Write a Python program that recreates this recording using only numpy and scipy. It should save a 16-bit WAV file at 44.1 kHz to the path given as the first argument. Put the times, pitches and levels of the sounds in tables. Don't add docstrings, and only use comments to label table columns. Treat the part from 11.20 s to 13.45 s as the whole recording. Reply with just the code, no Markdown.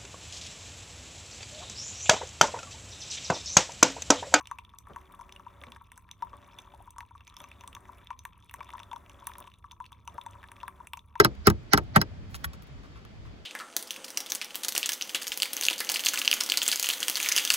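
import sys
import numpy as np
from scipy import signal
from scipy.fft import rfft, irfft, next_fast_len
from scipy.io import wavfile
from scipy.ndimage import uniform_filter1d

SR = 44100
rng = np.random.default_rng(int(sys.argv[2]) if len(sys.argv) > 2 else 0)


def to_linear_factor(level_db):
    exponent = np.asarray(level_db, float) / 20
    return 10 ** exponent


def output_pcm(signal):
    pcm = np.clip(np.atleast_2d(signal).T, -1, 1) * 32767
    wavfile.write(sys.argv[1], SR, np.round(pcm).astype(np.int16))


N = 99269

HEAD_RING_S = 1.249
GROUND_LOOSENESS, RING_LOOSENESS = 0.53, 0.63
MODE_SCATTER_DB = 3.3


def rms_one(x):
    return x / np.sqrt(np.mean(x ** 2) + 1e-20)


def at_hz(table, hz, order=1):
    table = np.array(table)
    return np.interp(np.log(hz), np.log(table[:, 0]), table[:, order])


def drift(rate_hz):
    hop = 40
    pole = np.exp(-2 * np.pi * rate_hz * hop / SR)
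    noise = rng.standard_normal(N // hop + 2002)
    slow = signal.lfilter([1], [1, -2 * pole, pole * pole], noise)[2000:]
    return np.interp(np.arange(N) / hop, np.arange(len(slow)), rms_one(slow))


def bands(x, low_hz):
    lows = low_hz * 2 ** np.arange(0, np.log2(18000 / low_hz), .5)
    for k, low in enumerate(lows):
        high = min(low * np.sqrt(2), 19000)
        band_pass = signal.butter(2, [low, high], "band", fs=SR, output="sos")
        yield np.sqrt(low * high), signal.sosfilt(band_pass, x[k % 2])


def add(out, s, sound):
    i = int(s * SR)
    out[max(i, 0):i + len(sound)] += sound[max(-i, 0):len(out) - i]


def struck(modes, rise_cycles, looseness, tilt=0, delay_cycles=0):
    hz, db, t60 = np.array(modes).T[:, :, None]
    t = np.maximum(np.arange(SR // 3) / SR - delay_cycles / hz, 0)
    level_luck, phase_luck = rng.standard_normal((2, len(modes), 1))
    swell = (1 - np.exp(-t * hz / rise_cycles)) ** 2
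    tilt_db = tilt * np.log2(hz / 1200)
    gain = to_linear_factor(db + tilt_db + MODE_SCATTER_DB * level_luck - 60 * t / t60)
    phase = np.pi * np.arange(len(modes))[:, None] + looseness * phase_luck
    return (gain * swell * np.sin(2 * np.pi * hz * t + phase)).sum(axis=0)


def dying_noise(table, hold_s=0):
    t = np.maximum(np.arange(SR // 3) / SR - hold_s, 0)
    out = 0
    for hz, band in bands(rng.standard_normal((2, len(t))), 254.1):
        out = out + to_linear_factor(at_hz(table, hz) - 60 * t / at_hz(table, hz, order=2)) * band
    return out


def air():
    # frequency in Hz, level in dB per Hz.
    air_spectrum = [(25, -6.5), (60, 3.5), (130, -7.5), (340, -15), (600, -21), (2500, -25.5), (6300, -40),
                    (8000, -56), (16500, -58.5)]
    # frequency in Hz, shared part from 0 to 1.
    likeness = [(50, .2), (200, .7), (500, .3), (6000, 0), (7500, .997)]
    # time in seconds, level in dB.
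    gusts = [(0.0, -70), (0.12, -48), (0.26, -53.5), (0.58, -50.5), (0.73, -47.5), (0.97, -48.5),
             (1.06, -54.5), (1.47, -57), (1.57, -54.5), (1.87, -55), (2.02, -49.5), (2.25, -51)]
    gust_top_hz = 160
    hum_hz, hum_width_hz = 203.1, 10
    air_db, hum_db = -44, -60.5
    out, together = 0, drift(0.5)
    gust_db = np.interp(np.arange(N) / SR, *np.transpose(gusts))
    gust_db = gust_db - gust_db.mean()
    for hz, (mid, side) in bands(rng.standard_normal((2, 2, N)), 27.96):
        alike = np.clip(at_hz(likeness, hz), 0, 1)
        pair = np.sqrt(1 + alike) * mid + np.sqrt(1 - alike) * side * [[1], [-1]]
        patchy_db = at_hz([(80, 4.5), (400, 1.5), (3000, 0.58)], hz)
        wander_db = patchy_db * (.6 * together + drift(5.4))
        wind_db = gust_db / (1 + (hz / gust_top_hz) ** 2)
        out = out + to_linear_factor(at_hz(air_spectrum, hz) + wind_db + wander_db) * pair
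    b, a = signal.iirpeak(hum_hz, hum_hz / hum_width_hz, fs=SR)
    hum = signal.lfilter(b, a, rng.standard_normal(N))
    return to_linear_factor(air_db) * rms_one(out) + to_linear_factor(hum_db) * rms_one(hum)


def crunches():
    # start in seconds, level in dB, length in
    # seconds, brightness in dB per octave.
    grain_bursts = [(0.151, -48.5, .004, -7), (0.235, -56, 0.0037, -12), (0.433, -67, .004, -3.5),
                    (0.637, -61, .003, -2), (1.092, -64.5, 0.15, 0), (1.1437, -34.5, 0.0051, -6),
                    (1.15, -38, 0.013, -1.9), (1.242, -32, 0.0096, -2.5), (1.253, -41.5, 0.0036, 1.5),
                    (1.331, -52, 0.024, -6), (1.429, -60.5, 0.012, 5), (1.468, -63, 0.014, -4),
                    (1.852, -55, .01, -15.5), (2.156, -78.5, 0.04, -7),
                    (1.3335, -44, .003, -5),
        (1.4222, -46, .003, -3.5),
        (1.8505, -47, .003, -6),
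        (1.63, -54, .05, -10),
        (1.755, -53, .045, -10),
        (2.05, -53, .03, -10),
    ]
    grains_per_s, grain_spread_db = 6000, -1
    crunch_low_hz, scrape_low_hz = 735, 960
    out = np.zeros(N)
    for s, db, length, tilt in grain_bursts:
        t = np.arange(SR // 5) / SR / length
        shape = (2, len(t))
        hits = rng.random(shape) < grains_per_s / SR
        sizes = to_linear_factor(grain_spread_db * rng.exponential(1, shape))
        grains = hits * sizes * rng.standard_normal(shape)
        low_hz = crunch_low_hz if s < HEAD_RING_S else scrape_low_hz
        coloured = sum(to_linear_factor(tilt * np.log2(hz / 4000)) * band for hz, band in bands(grains, low_hz))
        envelope = np.minimum(t * 12, 1) * np.exp(-t ** 2)
        add(out, s, to_linear_factor(db) * rms_one(coloured) * envelope)
    return out


def landing():
    # frequency in Hz, level in dB, t60 in seconds.
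    handle = [(73.2, -22.5, 0.13), (160, -41, 0.099), (250, -44, .1), (1127, -45, 0.14), (1460, -23, 0.039),
              (1660, -28.5, 0.037), (1880, -25.5, 0.04), (2570, -34, 0.013), (3310, -35, 0.03),
              (3620, -40.5, 0.013)]
    # frequency in Hz, level in dB, t60 in seconds.
    head = [(8860, -55, 0.029), (11130, -26.5, 0.023), (11300, -45, 0.033), (14200, -43, .046)]
    out = np.zeros(N)
    add(out, 1.2435, struck(handle, 0.75, GROUND_LOOSENESS, delay_cycles=0.53))
    add(out, HEAD_RING_S, struck(head, 8.7, RING_LOOSENESS))
    return out


def blows():
    # start in seconds, then bracket, post, ground thump and crack levels in dB.
    contacts = [
        (-.0012, -14.5, -4.5, -24, -7.5),
        (0.0471, -20, -19, -22, -18),
        (0.2705, -15, -11.5, -11, -11),
        (.3000, -33.5, -43, -29, -24),
        (0.534, -17, -14, -15, -12.5),
        (0.5757, -25.5, -29, -30, -23.5),
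        (0.7606, -14, -16, -11, -17.5),
        (0.8147, -32, -28.5, -30.5, -23.5),
    ]
    contact_tilts = [2.6, 4.5, -1.1, -0.5, -3, -5, -4.5, 5]
    # frequency in Hz, level in dB, t60 in seconds.
    bracket = [(616.3, -3.5, 0.044), (801, 4, 0.042), (909, -1, 0.076), (1104, 7.5, 0.021),
               (1244.7, 6, 0.048), (1359, 12.5, 0.016), (1592, 11, 0.039), (1972, 3.5, 0.029),
               (2550, -24, 0.029), (2890, -10.5, 0.023), (3260, -3.5, 0.013), (4045, 1, 0.025),
               (4488, -16, 0.064), (5150, 0.5, .03)]
    # frequency in Hz, level in dB, t60 in seconds.
    post = [(339, -6.5, 0.13), (409, 6.5, 0.057), (480, -16.5, 0.019)]
    # frequency in Hz, level in dB, t60 in seconds.
    ground = [(63.7, -8.5, 0.25), (93.6, -12.5, 0.23), (126, -2.5, 0.11), (163.8, -5.5, 0.14),
              (209.8, 2, 0.13), (289.8, -5, 0.0928)]
    # frequency in Hz, level in dB per Hz, t60 in seconds.
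    crack = [(1500, -13.5, 0.0062), (4300, 21, 0.0031), (6500, -0.5, 0.022), (10500, 9, 0.0071),
             (13785, 10.5, 0.005), (16000, -24, .007)]
    # frequency in Hz, level in dB per Hz, t60 in seconds.
    rattle = [(278, 3, 0.22), (850, -6.5, 0.14), (2355, -56, 0.36), (5900, -15.5, 0.043),
              (11000, -32, 0.063), (16000, -34.5, .06)]
    # frequency in Hz, level in dB per Hz, t60 in seconds.
    chatter = [(411, -7.5, 0.026), (674, 6.5, .05), (1500, 17.5, 0.036), (4000, -14.5, .035),
               (9000, -8, 0.024), (16000, -17, 0.021)]
    bolted = [(hz, db, min(t60, 130 / hz)) for hz, db, t60 in bracket]
    out = np.zeros(N)
    for (s, bracket_db, post_db, ground_db, crack_db), tilt in zip(contacts, contact_tilts):
        metal = struck(bolted, 1.2, RING_LOOSENESS, tilt)
        metal = metal + to_linear_factor(7) * dying_noise(rattle) + dying_noise(chatter, hold_s=0.0076)
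        timber = struck(post, 1.5, RING_LOOSENESS)
        thump = struck(ground, 0.37, GROUND_LOOSENESS, delay_cycles=.3)
        add(out, s, to_linear_factor(bracket_db) * metal + to_linear_factor(post_db) * timber
            + to_linear_factor(ground_db) * thump + to_linear_factor(crack_db) * dying_noise(crack))
    return out


def ports(x):
    # frequency in Hz, phase lead in radians, smeared share from 0 to 1.
    right_port = [(60, 1.5, .05), (150, -.1, .03), (350, .4, .1), (700, .5, .2), (1400, -.8, .3),
                  (2200, 1.6, .45), (4000, 1.2, .55), (6300, 3.14, .5), (7300, 3.14, 0)]
    # frequency in Hz, gain in dB.
    right_gain = [(60, -.5), (150, 1.0), (350, -1.0), (650, 3.0), (1200, -2.5), (2500, -1.0), (5000, 3.0),
                  (7300, 0)]
    lead_s, smear_s = 10 / SR, .005
    left_smear, quiet_smear, loud_db = .08, .2, -12
    size = next_fast_len(N + SR // 4)
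    hz = np.arange(size // 2 + 1) * SR / size + 0.00064
    lag = np.minimum(np.arange(size), size - np.arange(size)) / SR
    smear = rfft(rng.standard_normal((2, size)) * np.exp(-lag / smear_s))
    smear /= np.sqrt(uniform_filter1d(abs(smear) ** 2, size=size * 120 // SR))
    phase = 2 * np.pi * hz * lead_s + at_hz(right_port, hz)
    turn = to_linear_factor(at_hz(right_gain, hz)) * np.exp(1j * phase)
    power = uniform_filter1d(x[0] ** 2, size=440)
    loud = x * np.clip(power / to_linear_factor(2 * loud_db), 0, 1)
    out = 0
    for part, depth in ((loud, 1), (x - loud, quiet_smear)):
        share = depth * at_hz(right_port, hz, order=2) * [[left_smear], [1]]
        out = out + rfft(part, size) * (np.sqrt(1 - share) + np.sqrt(share) * smear)
    return irfft(out * [turn ** 0, turn], size)[:, :N]


def scene():
    return blows() + crunches() + landing() + air()


def low_pass(x):
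    return signal.sosfilt(signal.butter(12, 17050, fs=SR, output="sos"), x)


def record(dry):
    top, bottom = 0.52, 1
    squashed = np.where(dry > 0, top * np.tanh(dry / top), bottom * np.tanh(dry / bottom))
    x = ports(squashed)
    x = signal.sosfilt(signal.butter(2, 38, "high", fs=SR, output="sos"), x)
    x = signal.sosfilt(signal.cheby2(12, 70, 17100, fs=SR, output="sos"), x)
    x = np.clip(x, -.93, .8)
    return low_pass(x)


dry = scene()
out = record(dry)
output_pcm(out)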